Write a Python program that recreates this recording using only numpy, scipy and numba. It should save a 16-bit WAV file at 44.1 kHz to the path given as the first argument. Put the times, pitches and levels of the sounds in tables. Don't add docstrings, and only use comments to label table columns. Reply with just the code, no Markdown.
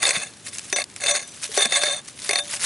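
import sys
import numpy as np
from scipy import signal
from scipy.io import wavfile
from scipy.ndimage import uniform_filter1d
from numba import njit

SR = 44100
rng = np.random.default_rng(int(sys.argv[2]) if len(sys.argv) > 2 else 0)


def level_to_linear(level):
    exponent = np.asarray(level, float) / 20
    return 10 ** exponent


def master(y):
    cut = np.clip(np.atleast_2d(y).T, -1, 1)
    pcm = np.round(cut * 32767)
    wavfile.write(sys.argv[1], SR, pcm.astype(np.int16))


N = 116865

BLADE_HZ = [583, 705, 790, 1110, 1295, 1650, 1745, 2135, 2628, 3565, 3625, 4300, 5978, 6500, 6700, 7035,
            7790, 8585, 9230, 9806]
# (relative level [dB], time to fade by 60 dB when free [s])
BLADE_TONES = [(-8, 0.33), (-12.5, 0.25), (-12.5, 0.096), (-7.5, 0.089), (-12, 0.039), (-4.5, 0.089),
               (-9.5, 0.065), (-5, 0.061), (-3.5, 0.043), (-3, 0.11), (-3, 0.14), (4, 0.014), (-10.5, 0.57),
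               (0, 0.025), (1.5, 0.024), (-10.5, 0.061), (-4.5, 0.062), (2.5, 0.041), (3, 0.028),
               (-9, 0.12)]
# (time [s], relative level [dB], tone that rings most [Hz])
KNOCKS = [(0.028, -2, 1095), (.037, -11.5, 3530), (.053, -7, 3620), (.069, -11, 4300), (0.0787, -13, 7790),
          (0.0909, -4, 6920), (0.1067, -7, 7790), (.163, -10, 3520), (0.7266, -5, 5978), (0.7615, -5, 5978),
          (.785, -11.5, 2135), (0.798, -16, 2135), (.818, -18, 4300), (1.0375, -9.5, 2628),
          (1.0613, -8, 2628), (1.0682, -11, 3625), (1.0834, -11, 3625), (1.1505, -9, 3300),
          (1.5749, -1, 5978), (1.6072, -6, 1820), (1.623, -6.5, 2135), (1.6545, -5, 1660),
          (1.7225, -5, 1790), (1.76, -12, 2135), (1.835, -4.5, 1640), (2.2917, -4.5, 2135),
          (2.3092, -6, 9460), (2.3316, -3, 705), (2.357, -5.5, 4300), (2.3865, -8, 9350)]
# (time [s], relative level [dB])
DRAGS = [
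    [(0, -43.5), (.025, -21.5), (.055, -22), (.125, -27), (.145, -24.5), (.22, -31.5), (.31, -52.5)],
    [(.76, -27.5), (.825, -33.5), (.84, -100)],
    [(1.0, -38), (1.05, -30.5), (1.11, -18.5), (1.13, -33), (1.16, -20), (1.185, -31), (1.225, -34),
     (1.26, -82)],
    [(1.575, -26.5), (1.635, -21.5), (1.68, -39), (1.715, -27), (1.76, -19), (1.805, -30.5), (1.835, -22),
     (1.93, -31), (1.99, -38.5), (2.01, -52)],
    [(2.29, -41), (2.39, -27), (2.41, -44)],
]
DRAG_FAVOURS_HZ = [2630, 2370, 5978, 3600, 3625]
BURIED_DB_PER_S = [-500, -100, -100, -200, -100]
GRIPS = [0.126, 0.826, 1.178, 1.668, 1.991]
# (frequency [Hz], relative level [dB])
SOIL_COLOUR = [(200, -26.5), (400, -12.5), (730, -2.5), (970, -20.5), (2160, 3), (3200, -15.5),
               (4400, -2.5), (7400, -20.5), (10000, -7.5)]
# (time [s], relative level [dB], pitch [Hz])
THUDS = [(0.169, -30.5, 183), (0.726, -24, 390), (1.492, -33, 435), (1.574, -14.5, 403),
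         (1.658, -28.5, 230), (2.293, -23.5, 416)]
# (frequency [Hz], relative level [dB])
AIR_COLOUR = [(25, -33), (100, -1), (250, -2), (600, -12), (11000, -19.5)]
# (time [s], relative level [dB])
RUSTLES = [
    [(.26, -45.5), (.44, -48.5), (.475, -28.5), (.51, -46), (.535, -33), (.62, -39.5), (.74, -36)],
    [(.84, -59.5), (1.01, -38)],
    [(1.23, -43.5), (1.41, -40), (1.44, -23), (1.49, -40), (1.56, -21.5), (1.575, -21)],
    [(1.99, -59), (2.08, -37.5), (2.13, -47), (2.25, -30.5), (2.29, -27)],
    [(2.42, -45.5), (2.54, -23.5), (2.585, -36), (2.63, -19), (2.65, -13.5)],
]
# (time [s], relative level [dB])
SNAPS = [(0.5834, -13.5), (0.5929, -16.5), (0.7012, -23), (.84, -16), (0.8993, -30.5), (0.962, -18.5),
         (1.0068, -21), (1.441, -15), (2.1904, -23.5), (2.219, -25)]
# (frequency [Hz], relative level [dB])
GRASS_COLOUR = [(150, -52), (500, -12), (2000, 2.5), (10000, 5)]
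# (frequency [Hz], gain [dB])
PHONE_BAND = [(11000, 1), (11150, -28), (12000, -51), (14000, -110)]


def evened(x):
    return x / np.sqrt(np.mean(x ** 2) + 1e-20)


def smooth_noise(length_s, passes=1):
    x = rng.standard_normal(N)
    for _ in range(passes):
        x = uniform_filter1d(x, round(length_s * SR))
    return evened(x)


def colour(x, points, even=True):
    f, db = np.transpose(points)
    hz = abs(np.fft.fftfreq(4096, 1 / SR))
    curve_db = np.interp(np.log(hz + 1), np.log(f + 1), db)
    log_gain = np.log(level_to_linear(np.maximum(curve_db, -100)))
    taps = np.fft.ifft(np.exp(np.conj(signal.hilbert(log_gain)))).real[:2048]
    if even:
        taps = taps / np.linalg.norm(taps)
    return signal.oaconvolve(x, taps[None], axes=-1)[..., :N]


def level(tables):
    t = np.arange(N) / SR
    return sum(level_to_linear(np.interp(t, *np.transpose(rows), left=-120, right=-120)) for rows in tables)


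def grains(per_s, spread_db, clump_s, clump_db, channels=2):
    clumps = smooth_noise(clump_s, passes=2)
    size = level_to_linear(spread_db * np.minimum(rng.exponential(1, N), 4))
    size = size * (rng.random(N) < per_s / SR)
    return evened(size * level_to_linear(clump_db * clumps) * rng.standard_normal((channels, N)))


def bursts(times, gains, length_s):
    t = np.arange(1200) / SR
    shape = np.minimum(t / 0.0007, 1) * np.exp(-t / length_s)
    out = np.zeros((2, N + len(t)))
    for s, gain in zip(times, gains):
        start = round(s * SR)
        out[:, start:start + len(t)] += gain * shape * rng.standard_normal((2, len(t)))
    return out[:, :N]


def patchy(x, patch_db):
    z = signal.stft(x, nperseg=128, noverlap=96)[2]
    patches = rng.standard_normal(z.shape[1:])
    patches = uniform_filter1d(patches, size=3, axis=0)
    patches = uniform_filter1d(patches, size=10, axis=1)
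    return signal.istft(z * level_to_linear(patch_db * evened(patches)), nperseg=128, noverlap=96)[1][:, :N]


def favour(hz, centre_hz, boost_db, octaves):
    return level_to_linear(boost_db * np.exp(-(np.log2(hz / centre_hz) / octaves) ** 2))


@njit
def ring_down(drive, turn, hold):
    out, state = np.zeros(len(drive)), 0j
    for n in range(len(drive)):
        state = state * turn * hold[n] + drive[n]
        out[n] = state.imag
    return out


def soil_hold():
    hold, stroke = np.ones(N, complex), np.zeros(N, int)
    sway = 0.08 * smooth_noise(0.03)
    for k, (rows, db_per_s) in enumerate(zip(DRAGS, BURIED_DB_PER_S)):
        span = slice(round(rows[0][0] * SR), round(rows[-1][0] * SR))
        detune = np.exp(2j * np.pi * db_per_s * sway[span] / SR)
        hold[span] = level_to_linear(db_per_s / SR) * detune
        stroke[span] = k + 1
    grip_s, grip_db = 0.052, -61
    for grip in GRIPS:
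        hold[round(grip * SR):round((grip + grip_s) * SR)] = level_to_linear(grip_db / (grip_s * SR))
    return hold, stroke


def blade():
    s, knock_db, best_hz = np.transpose(KNOCKS)
    at = np.round(s * SR).astype(int)
    hold, stroke = soil_hold()
    edge_hz = np.r_[1., DRAG_FAVOURS_HZ]
    spot = np.clip(rng.standard_normal((len(s), len(BLADE_TONES))), -2, 1.5)
    force = level_to_linear(-28) * (level(DRAGS) + level_to_linear(-16.5) * level(RUSTLES))
    grit = force * grains(1500, 2.5, 0.008, 2.5, channels=len(BLADE_TONES))
    out = np.zeros((2, N))
    for k, (hz, (db, t60)) in enumerate(zip(BLADE_HZ, BLADE_TONES)):
        drive = grit[k] * favour(hz, edge_hz, 6.2, 0.21)[stroke]
        knock = level_to_linear(knock_db - 22.5 + 4 * spot[:, k])
        drive[at] += knock * favour(hz, best_hz, 14.9, 0.11)
        turn = level_to_linear(-60 / (t60 * SR)) * np.exp(2j * np.pi * hz / SR)
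        side = (-1) ** k
        out += level_to_linear(db) * ring_down(drive, turn, hold) * np.array([[1], [side]])
    return signal.sosfilt(signal.butter(4, 350, "high", fs=SR, output="sos"), out)


def crunch():
    return level_to_linear(-6) * level(DRAGS) * grains(4000, 2.5, 0.008, 2.5)


def cracks():
    s, knock_db, _ = np.transpose(KNOCKS)
    return bursts(s, level_to_linear(knock_db - 6.5), 0.0036)


def ticks():
    s, knock_db, _ = np.transpose(KNOCKS)
    return colour(bursts(s, level_to_linear(2 * knock_db - 7), 0.0007), GRASS_COLOUR)


def thuds():
    out, t = np.zeros(N + 4000), np.arange(4000) / SR
    for when, db, hz in THUDS:
        envelope = level_to_linear(db - 60 * t / 0.073) * np.minimum(t / 0.0028, 1)
        out[round(when * SR):][:len(t)] += envelope * np.sin(2 * np.pi * hz * t)
    return out[:N]


def soil():
    return patchy(colour(cracks() + crunch(), SOIL_COLOUR), 3.87) + ticks() + thuds()


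def air():
    return level_to_linear(-49) * evened(colour(rng.standard_normal((2, N)), AIR_COLOUR))


def grass():
    s, db = np.transpose(SNAPS)
    rustle = level(RUSTLES) * grains(9000, 3.36, 0.0073, 2.1)
    snaps = bursts(s, level_to_linear(db), 0.0017)
    return patchy(colour(rustle + snaps, GRASS_COLOUR), 2.9)


def spread(pair):
    middle, side = pair
    lean = level_to_linear(np.array([[0.34], [-0.34]]))
    return lean * (middle + level_to_linear(-13.5) * np.array([[1], [-1]]) * side)


def scene():
    return spread(blade() + soil() + air() + grass())


def band_limit(x):
    return signal.sosfilt(signal.butter(12, 12360, fs=SR, output="sos"), x)


def record(dry):
    ceiling = 0.5
    overloaded = ceiling * np.tanh(dry / ceiling)
    return band_limit(colour(overloaded, PHONE_BAND, even=False))


dry = scene()
out = record(dry)
master(out)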